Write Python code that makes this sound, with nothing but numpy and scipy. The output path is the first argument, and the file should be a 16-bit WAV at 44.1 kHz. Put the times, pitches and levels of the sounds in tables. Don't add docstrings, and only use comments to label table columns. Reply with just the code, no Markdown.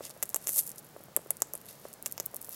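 import sys
import numpy as np
from scipy import signal
from scipy.fft import rfft, irfft, next_fast_len
from scipy.io import wavfile
from scipy.ndimage import uniform_filter1d

SR = 44100
rng = np.random.default_rng(int(sys.argv[2]) if len(sys.argv) > 2 else 0)


def store_pcm(level_fs):
    pcm = np.round(np.clip(level_fs, -1, 1) * 32767).astype(np.int16)
    wavfile.write(sys.argv[1], SR, np.atleast_2d(pcm).T)


N = 112454
TIME_S = np.arange(N) / SR


def from_db(db):
    return 10 ** (np.asarray(db) / 20)


def unit_rms(x):
    return x / np.sqrt(np.mean(x ** 2) + 1e-20)


def colour(x, points):
    size = next_fast_len(2 * len(x))
    hz, db = np.transpose(points)
    bins_hz = np.arange(size // 2 + 1) * SR / size
    gain = unit_rms(from_db(np.interp(np.log(bins_hz + 1), np.log(hz), db)))
    cepstrum = irfft(np.log(gain), size)
    cepstrum[1:size // 2] *= 2
    cepstrum[size // 2 + 1:] = 0
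    return irfft(rfft(x, size) * np.exp(rfft(cepstrum)), size)[:len(x)]


def add(out, start_s, sound):
    i = max(int(start_s * SR), 0)
    out[i:i + len(sound)] += sound[:max(N - i, 0)]


def at_level(x, db):
    return from_db(db) * x * np.sqrt(0.001 * SR / np.sum(x ** 2))


def contact(splinter_gain=0.05, decay_s=0.001, samples=1024):
    force = splinter_gain * rng.standard_normal(samples) * np.exp(-TIME_S[:samples] / decay_s)
    force[0] = 1
    return force


def thud(force, hz, width_hz, softness_hz=1350):
    radius = np.exp(-np.pi * width_hz / SR)
    angle = 2 * np.pi * hz / SR
    drive = signal.lfilter(*signal.butter(2, softness_hz, fs=SR), force + 1e-18)
    return signal.lfilter([1, 0, -1], [1, -2 * radius * np.cos(angle), radius ** 2], drive)


def husk_ring(force, hz, width_hz, detune=0.03):
    centre_hz = hz * np.exp(detune * rng.standard_normal())
    low_hz = np.sqrt(centre_hz ** 2 + width_hz ** 2 / 4) - width_hz / 2
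    edges_hz = np.clip([low_hz, low_hz + width_hz], 20, [0.4 * SR, 0.48 * SR])
    return signal.lfilter(*signal.butter(2, edges_hz, "band", fs=SR), force + 1e-18)


def background(air_db=-56, hum_db=-76, hum_hz=136.3):
    # f/Hz, gain/dB
    air_spectrum = [(25, -14.5), (50, -15.5), (90, -5.5), (145, 3), (280, -5), (526, -2.5), (1010, -9.5),
                    (1600, -12.5), (2750, -18.5), (4650, -18.5), (12000, -22), (15700, -17.5), (16500, -42)]
    air = unit_rms(colour(rng.standard_normal(N), air_spectrum))
    hum = np.sqrt(2) * np.sin(2 * np.pi * hum_hz * TIME_S)
    return from_db(air_db) * air + from_db(hum_db) * hum


def knocks(trim_db=-1):
    # t/s, level before trim/dB, f/Hz
    hits = [(0.007, -30, 540.0), (0.1017, -42.5, 650.0), (0.1649, -44.5, 560.0), (0.5644, -42, 600.0),
            (0.5798, -41.5, 600), (0.964, -35, 590), (1.006, -43, 510.0), (1.0845, -42.5, 706),
            (1.1717, -27, 530), (1.1915, -38.5, 526), (1.261, -39, 470.0), (1.5403, -36.5, 560),
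            (1.853, -32, 590), (2.3407, -35, 576), (2.3524, -44, 620.0), (2.4868, -41.5, 664)]
    out = np.zeros(N)
    for start_s, db, hz in hits:
        add(out, start_s, at_level(thud(contact(), hz, width_hz=243), db + trim_db))
    return out


def rubs(grain_db=4.5):
    # peak t/s, level/dB, rise/s, fall/s
    strokes = [(.054, -42.5, 0.025, 0.023), (0.11, -45.5, .004, 0.0022), (.44, -56.5, .05, .03),
               (1.688, -51.5, 0.013, 0.056), (1.85, -56.5, 0.032, 0.07), (2.54, -51.5, 0.021, .03)]
    # f/Hz, gain/dB
    spectrum = [(200, -8), (600, 0.5), (1500, -7.5), (3000, -2.5), (5000, 1), (7500, 1), (10000, 2),
                (13000, 1.5), (16000, -15)]
    envelope = sum(from_db(db) * np.exp(-np.maximum((peak_s - TIME_S) / rise_s,
                                                    (TIME_S - peak_s) / fall_s))
                   for peak_s, db, rise_s, fall_s in strokes)
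    roughness = unit_rms(uniform_filter1d(rng.standard_normal(N), size=30))
    grain = unit_rms(from_db(grain_db * roughness))
    return colour(envelope * grain * rng.standard_normal(N), spectrum)


def ticks(trim_db=-1.5):
    # t/s, level before trim/dB, f/Hz
    landings = [(0.0525, -32, 8050), (.0958, -38, 8750), (0.1028, -39, 8350), (0.228, -23.5, 11800),
                (0.2326, -29, 9900), (0.2306, -24, 9200), (0.2559, -37, 11400), (0.2924, -27.5, 13000),
                (.301, -38, 9300), (0.3637, -23, 11800), (0.479, -28, 12100), (.4811, -26, 10600),
                (0.5414, -29, 10700), (.5613, -26, 11200), (0.569, -20, 11100), (0.6237, -34, 11400),
                (.6351, -36, 11300), (0.666, -37, 11000), (0.6676, -32, 10800), (.6762, -29, 10900),
                (0.68, -35, 11500), (0.6932, -29.5, 10800), (.7036, -39, 12000), (0.7166, -34, 9600),
                (.7821, -36.5, 7900), (.7913, -40, 11400), (1.0381, -40, 13100), (1.3692, -36, 10500),
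                (1.404, -39.5, 10900), (1.4257, -41, 8350), (1.5769, -39.5, 11600), (1.93, -38.5, 10400),
                (1.9381, -35.5, 10300), (2.026, -31, 11400), (2.0754, -35, 10000), (2.0815, -39.5, 11600),
                (2.1234, -25.5, 11400), (2.2575, -33, 12800), (2.2611, -21, 12900), (2.345, -28.5, 12200),
                (2.3608, -32, 11900), (2.3655, -26.5, 12100), (2.412, -47, 11800), (2.4155, -31, 11900),
                (2.4268, -36.5, 11400), (2.446, -35, 9000), (2.4497, -39, 11500), (2.4575, -45, 11800),
                (2.474, -41, 11600), (2.493, -28.5, 12800), (2.5167, -40, 12900), (2.5444, -35, 12300)]
    out = np.zeros(N)
    for start_s, db, hz in landings:
        add(out, start_s, at_level(husk_ring(contact(), hz, width_hz=6800), db + trim_db))
    return out


def rustle(flow, spectrum, trim_db, grains_per_s=1300, ref_db=-40, crowding=0.95, spread_db=5):
    times_s, db = np.transpose(flow)
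    level_db = np.interp(TIME_S, times_s, db)
    moving = (TIME_S >= times_s[0]) & (TIME_S <= times_s[-1] + 0.02)
    chance = np.minimum(grains_per_s * from_db(crowding * (level_db - ref_db)) / SR, 1)
    sizes = unit_rms(from_db(spread_db * np.minimum(rng.exponential(1, N), 3.5)))
    signs = rng.choice([-1, 1], N)
    grains = sizes * signs * (rng.random(N) < chance) / np.sqrt(chance)
    return colour(grains * moving * from_db(level_db + trim_db), spectrum)


def slide():
    # t/s, level before trim/dB
    flow = [(.13, -65), (.3, -57), (.45, -51.5), (.49, -34), (.52, -38), (.55, -31), (.578, -28.5),
            (.592, -20), (.618, -42.5), (.69, -49.5), (.73, -56), (.78, -54), (.86, -59.5), (1.12, -68)]
    # f/Hz, gain/dB
    spectrum = [(200, -29), (600, -20.5), (1500, -28.5), (3200, -22), (5000, -14.5), (7000, -6), (9000, -3),
                (11500, 4), (14000, -3.5), (16000, -24)]
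    return rustle(flow, spectrum, trim_db=-0.5)


def clicks(bright_trim_db=-5, low_trim_db=-3.5, crack_trim_db=-8, knock_trim_db=-4):
    # t/s, bright ring level/dB, f/Hz, low ring level/dB, f/Hz,
    # crack level/dB, knock level/dB, f/Hz
    hits = [(0.227, -17.5, 10900, -23, 6860, -25.5, -30.5, 610),
            (0.2338, -19, 13000, -32, 7640, -36, -34.5, 575),
            (.3448, -18, 12200, -17.5, 7080, -34, -27.5, 587),
            (0.3602, -19, 11200, -23, 7140, -42, -28.5, 590),
            (0.3648, -19.5, 13800, -36, 8200, -32.5, -37.5, 690),
            (0.4713, -23.5, 12100, -20, 6950, -31.5, -33.5, 470),
            (0.4856, -32, 12500, -29.5, 7040, -33, -42.5, 400),
            (.4925, -16.5, 11100, -26.5, 6940, -33.5, -35.5, 476),
            (1.1646, -9, 12300, -18, 8150, -26, -30.5, 596),
            (1.3055, -21, 13800, -21, 7980, -45, -29.5, 665),
            (1.307, -11.5, 11700, -41, 8400, -33, -35.5, 615),
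            (1.4205, -14, 11700, -13, 7570, -47, -21.5, 683),
            (1.5363, -21.5, 12600, -34, 6500, -49, -46, 480),
            (1.553, -25.5, 11400, -34, 8200, -50, -39, 620), (2.06, -23, 11500, -23, 6700, -30, -40.5, 795),
            (2.0632, -23.5, 13600, -27.5, 7940, -32, -42, 570),
            (2.065, -28, 11100, -29, 7500, -33, -35, 600),
            (2.179, -29.5, 13700, -29.5, 6030, -35.5, -33, 720),
            (2.2, -23, 12200, -22.5, 6420, -39, -27.5, 600),
            (2.2051, -26, 13800, -34, 7160, -37.5, -41, 545)]
    out = np.zeros(N)
    for start_s, bright_db, bright_hz, low_db, low_hz, crack_db, knock_db, knock_hz in hits:
        force = contact()
        bright = at_level(husk_ring(force, bright_hz, width_hz=3800), bright_db + bright_trim_db)
        low = at_level(husk_ring(force, low_hz, width_hz=2260), low_db + low_trim_db)
        crack = at_level(husk_ring(force, hz=2170, width_hz=2220), crack_db + crack_trim_db)
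        knock = at_level(thud(force, knock_hz, width_hz=390), knock_db + knock_trim_db)
        add(out, start_s, bright - low + crack - knock)
    return out


def stir():
    # t/s, level before trim/dB
    flow = [(.82, -65), (1.0, -65.5), (1.13, -78), (1.24, -54), (1.36, -65), (1.5, -61), (1.56, -52.5),
            (1.655, -58), (1.69, -46), (1.75, -57.5), (1.81, -58), (1.93, -57), (1.96, -77), (2.11, -48),
            (2.16, -66), (2.25, -54), (2.31, -62), (2.41, -53.5), (2.47, -49.5), (2.54, -45)]
    # f/Hz, gain/dB
    spectrum = [(200, -14), (600, -14), (1500, -20), (3200, -13.5), (5000, -10), (7000, -4), (9000, -4),
                (11500, 5), (14000, 2.5), (16000, -22)]
    return rustle(flow, spectrum, trim_db=-3)


def reflections(x, near_db=-10.5, near_t60_s=0.029, far_db=-25, far_t60_s=0.31):
    # f/Hz, gain/dB
    spectrum = [(200, 2.5), (600, -4.5), (2000, -2), (7000, -2.5), (11000, -5.5), (16000, -17)]
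    t_s = TIME_S[:SR // 3]
    response = 0
    for db, t60_s in ((near_db, near_t60_s), (far_db, far_t60_s)):
        tail = rng.standard_normal(len(t_s)) * from_db(-60 * t_s / t60_s) * (t_s > 0.001)
        response = response + from_db(db) * tail / np.sqrt(np.sum(tail ** 2))
    return signal.fftconvolve(x, colour(response, spectrum))[:N]


def scene():
    near = clicks() + ticks() + knocks() + rubs() + slide() + stir()
    return (near + reflections(near) + background())[None]


def record(dry):
    stop_db, stop_hz = 60, 17200
    return signal.sosfilt(signal.cheby2(18, stop_db, stop_hz, fs=SR, output="sos"), dry)


dry = scene()
out = record(dry)
store_pcm(out)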